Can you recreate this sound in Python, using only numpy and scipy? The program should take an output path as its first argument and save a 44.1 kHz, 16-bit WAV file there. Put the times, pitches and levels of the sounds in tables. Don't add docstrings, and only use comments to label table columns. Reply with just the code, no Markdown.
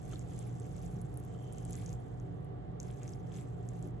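import sys
import numpy as np
from scipy import signal
from scipy.fft import rfft, irfft, next_fast_len
from scipy.io import wavfile
from scipy.ndimage import map_coordinates

SR = 44100
rng = np.random.default_rng(int(sys.argv[2]) if len(sys.argv) > 2 else 0)


def digitize_waveform(pressure):
    field = np.atleast_2d(pressure).T
    bounded = np.clip(field, -1, 1)
    quanta = np.round(bounded * 32767).astype(np.int16)
    wavfile.write(sys.argv[1], SR, quanta)


N = 176400

LAG_S = 0.0001618
PAN_SCATTER_DB = 3


def amp(db):
    return 10 ** (np.asarray(db) / 20)


def unit(x):
    return x / np.sqrt(np.mean(x ** 2) + 1e-20)


def along(rows, hz):
    row_hz, *columns = np.transpose(rows)
    return [np.interp(np.log(hz + 1), np.log(row_hz + 1), column) for column in columns]


def filtered(x, response):
    size = next_fast_len(N + SR // 2)
    return irfft(rfft(x, size) * response(np.fft.rfftfreq(size, 1 / SR)), size)[..., :N]


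def wobble(rate):
    return map_coordinates(rng.standard_normal(int(N * rate / SR) + 4), [np.arange(N) * rate / SR])


def swell(middle_s, half_s):
    return np.exp(-.5 * ((np.arange(N) / SR - middle_s) / half_s) ** 2)


def sides(difference):
    return np.array([difference, -difference]) / 2


def bursts(peak_s, db, hz, pan_db, lag_s, rise_s, size=384):
    samples = np.round((peak_s - rise_s) * SR).astype(int)[:, None] + np.arange(size) - 8
    phase = rng.random((len(peak_s), 1))
    out = []
    for side_db, late_s in zip(sides(pan_db), sides(lag_s)):
        t = samples / SR - (peak_s + late_s)[:, None]
        age = np.maximum(1 + t / rise_s[:, None], 0)
        envelope = amp(db + side_db)[:, None] * age * np.exp(1 - age)
        wave = envelope * np.sin(2 * np.pi * (hz[:, None] * t + phase))
        out.append(np.bincount(np.clip(samples, 0, N).ravel(), wave.ravel(), N + 1)[:N])
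    return np.array(out)


def grains(per_s, hz, spread, cycles, scatter_db, lag_s=0, lag_scatter_s=LAG_S / 2, size=160):
    count = int(per_s * N / SR)
    when, strength = rng.random((count, 2)).T
    detune, pan, stretch, place = rng.standard_normal((count, 4)).T
    pitch = np.minimum(hz * np.exp(spread * detune), SR / 3)
    db = scatter_db * np.minimum(-np.log(1 - strength), np.log(50))
    rise_s = cycles / pitch * np.exp(stretch / 2)
    lags_s = lag_s + lag_scatter_s * place
    return unit(bursts(when * N / SR, db, pitch, PAN_SCATTER_DB * pan, lags_s, rise_s, size))


def appliance(rumble_db=-44, resonance_half_hz=7.1):
    # pitch in Hz, rms level in dB, left over right in dB, left lead in radians.
    motor_tones = [(120.3, -46.5, 0, 0.33), (140.3, -51.5, -4.5, 1.16), (747, -60.5, 2.5, 2.31)]
    # frequency in Hz, relative density in dB.
    spectrum = [(31, -28), (43, -11), (55, 1), (70, -9), (95, -3), (130, -0.5), (152, -13.5), (185, -10.5),
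                (225, -14), (345, -16.5), (490, -14), (525, -23), (760, -23), (900, -30), (1300, -34),
                (2000, -39), (2500, -48), (3200, -46), (4700, -58.5), (11000, -70.5)]
    # frequency in Hz, likeness from 0 to 1, left lead in radians, left over right in dB.
    stereo_field = [(60, 0.95, 1.06, -1.5), (192, 0.97, -0.95, -2), (275, 0, 0.4, 2.5),
                    (331, 0.98, 0.7, -8), (358.6, 0.1, -3, -4), (440, 0.59, 2, -9), (523, 0.55, 2, -5.5),
                    (880, 1, 1.82, -4), (1440, 0, 0.97, -3), (4970, 0.4, 4.5, -8.5)]
    # frequency in Hz, lift in dB.
    resonances = [(171, 15.2), (292, 8.56), (384, 6.4), (598, 8.7), (709, 10.1), (825, 7.7), (1153, 10.3)]

    def at_microphones(hz):
        likeness, lead, balance_db = along(stereo_field, hz)
        peaks_db = sum(db / (1 + ((hz - centre) / resonance_half_hz) ** 2) for centre, db in resonances)
        gain = amp(along(spectrum, hz)[0] + peaks_db + sides(balance_db)) * np.exp(1j * sides(lead))
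        width = np.arccos(np.clip(likeness, 0, 1)) / 2
        return np.array([gain * np.cos(width), gain * sides(2 * np.sin(width))])

    mid_side_noise = rng.standard_normal((2, 1, N))
    out = amp(rumble_db) * unit(filtered(mid_side_noise, at_microphones).sum(0))
    t = np.arange(N) / SR
    for hz, db, pan_db, lead in motor_tones:
        phase = 2 * np.pi * hz * t + 0.15 * wobble(3)
        level_db = db + sides(pan_db)[:, None] + 1.1 * wobble(5.01)
        out += np.sqrt(2) * amp(level_db) * np.sin(phase + sides(lead)[:, None])
    return out


def crackle():
    # time in seconds, level in dB.
    parting = [(0, -69), (.13, -62), (.24, -67.5), (.41, -62.5), (.5, -69), (.86, -66.5), (.97, -73),
               (1.42, -72.5), (1.64, -67.5), (1.73, -62), (1.8, -62.5), (1.93, -65.5), (1.98, -74),
               (2.18, -76.5), (2.29, -82.5), (2.785, -91), (2.81, -68), (2.98, -70.5), (3.11, -65.5),
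               (3.23, -78), (3.3, -74), (3.34, -62), (3.4, -63), (3.44, -72), (3.56, -77), (3.85, -68.5),
               (3.92, -82)]
    level_db = np.interp(np.arange(N) / SR, *np.transpose(parting)) + 1.5 * wobble(50)
    ticks = grains(per_s=900, hz=7090, spread=0.088, cycles=1.12, scatter_db=3.5,
                   lag_s=LAG_S, lag_scatter_s=18e-6)
    fizz = grains(per_s=750, hz=10800, spread=0.041, cycles=1.3, scatter_db=5,
                  lag_s=LAG_S, lag_scatter_s=9e-6)
    smack = grains(per_s=1600, hz=3470, spread=0.24, cycles=0.52, scatter_db=1.9)
    return amp(level_db) * (amp(-4.5) * ticks + amp(-8) * fizz + amp(-7.5) * smack)


def pops(ring_db=-0.5, ring_rise_cycles=1.29, snap_db=-8, snap_hz=9500):
    # time in seconds, level in dB, pitch in Hz.
    films = [(.0955, -47, 10900), (0.1587, -44, 3730), (0.1942, -40, 7300), (0.3911, -37, 8400),
             (0.6, -41, 8200), (.666, -48, 12000), (0.8536, -43.5, 11000), (0.8637, -44.5, 7240),
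             (1.0158, -39, 9700), (1.142, -40.5, 10300), (1.1742, -31.5, 10300), (1.201, -39, 12200),
             (1.251, -41, 12000), (1.5257, -38, 8700), (1.533, -41.5, 10100), (1.5837, -39.5, 7400),
             (1.6519, -36.5, 8600), (1.7087, -33, 10300), (1.725, -39.5, 6700), (1.7314, -36, 7000),
             (1.7544, -37.5, 7100), (1.766, -40, 10500), (1.862, -37.5, 6500), (1.893, -42, 6500),
             (1.9298, -42, 6460), (1.933, -49, 12000), (2.2, -51, 6550), (2.447, -52.5, 10100),
             (2.8016, -32, 6430), (2.831, -40, 7000), (2.9124, -41, 9200), (3.033, -41.5, 7010),
             (3.0789, -40.5, 6170), (3.0925, -42, 6550), (3.1359, -45.5, 5500), (3.689, -39, 7240),
             (3.827, -41, 7500), (3.874, -44.5, 10800)]
    peak_s, db, hz = np.transpose(films)
    pan_db = PAN_SCATTER_DB * rng.uniform(-0.86, 1, len(films))
    lag_s = np.full(len(films), LAG_S)
    snap_pitch = np.full(len(films), snap_hz)
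    ring = bursts(peak_s, db + ring_db, hz, pan_db, lag_s, rise_s=ring_rise_cycles / hz)
    snap = bursts(peak_s, db + snap_db, snap_pitch, pan_db, lag_s, rise_s=.5 / snap_pitch)
    return ring + snap


def squelches():
    # middle in seconds, half length in seconds, level in dB.
    presses = [(0.14, 0.024, -66.5), (0.327, 0.0045, -61), (1.75, 0.014, -69), (1.83, 0.034, -67.5),
               (2.894, 0.028, -67), (3.041, 0.021, -60.5), (3.36, 0.039, -64.5)]
    push = sum(amp(db) * swell(middle_s, half_s) for middle_s, half_s, db in presses)
    return push * grains(per_s=1100, hz=2060, spread=0.46, cycles=0.56, scatter_db=6.0, size=320)


def taps():
    # start in seconds, level in dB.
    contacts = [(0.1323, -47), (0.3194, -54.5), (1.347, -54)]
    # pitch in Hz, relative level in dB, seconds to fall 60 dB.
    plate_modes = [(325, 8, 0.086), (640, 0, .03), (1310, 0, 0.026), (3090, -6, 0.02)]
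    out = np.zeros((2, N))
    for start_s, db in contacts:
        t = np.maximum(np.arange(N) / SR - start_s, 0)[:round(start_s * SR) + SR // 4]
        for hz, mode_db, t60 in plate_modes:
            ring = np.sin(2 * np.pi * (hz * t + rng.random((2, 1)) / 2))
            decay = amp(db + mode_db + rng.standard_normal() - 60 * t / t60)
            attack = 1 - np.exp(-t * hz)
            out[:, :len(t)] += decay * attack * ring
    return out


def slump():
    # middle in seconds, level in dB, pitch in Hz.
    thuds = [(.99, -41.5, 171), (1.65, -46, 58.5), (2.19, -46, 57.5), (3.86, -51, 350)]
    out = np.zeros(N)
    for middle_s, db, pitch in thuds:
        rumble = filtered(rng.standard_normal(N), lambda hz: np.exp(-(hz / pitch - 1) ** 2 * 20))
        out += amp(db) * swell(middle_s, half_s=0.043) * unit(rumble)
    return out


def slither(ring_hz=3100, half_width_hz=100):
    slips = grains(per_s=2200, hz=ring_hz, spread=0.15, cycles=0.88, scatter_db=3)
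    hiss = filtered(slips, lambda hz: 1 / (1 + 1j * (hz - ring_hz) / half_width_hz))
    return amp(-74.5) * swell(middle_s=1.52, half_s=0.16) * unit(hiss)


def room(x, t60=0.21):
    t = np.arange(SR // 3) / SR
    early_lift = 1 + 3 * np.exp(-t / 0.0039)
    tail = rng.standard_normal((2, len(t))) * amp(-60 * t / t60) * early_lift
    return signal.fftconvolve(x, tail / np.linalg.norm(tail[0]), axes=1)[:, :N]


def scene():
    food = crackle() + squelches() + slither() + taps()
    popping = pops()
    reflections = room(amp(-4.5) * food + amp(-11) * popping)
    return food + popping + reflections + slump() + appliance()


def record(dry, corner_hz=11500, shelf_db=-23, top_hz=15800):
    def response(hz):
        rolloff = 1 / np.sqrt(1 + (hz / corner_hz) ** 44)
        return (hz < top_hz) * np.maximum(rolloff, amp(shelf_db))

    return filtered(dry, response)


dry = scene()
out = record(dry)
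digitize_waveform(out)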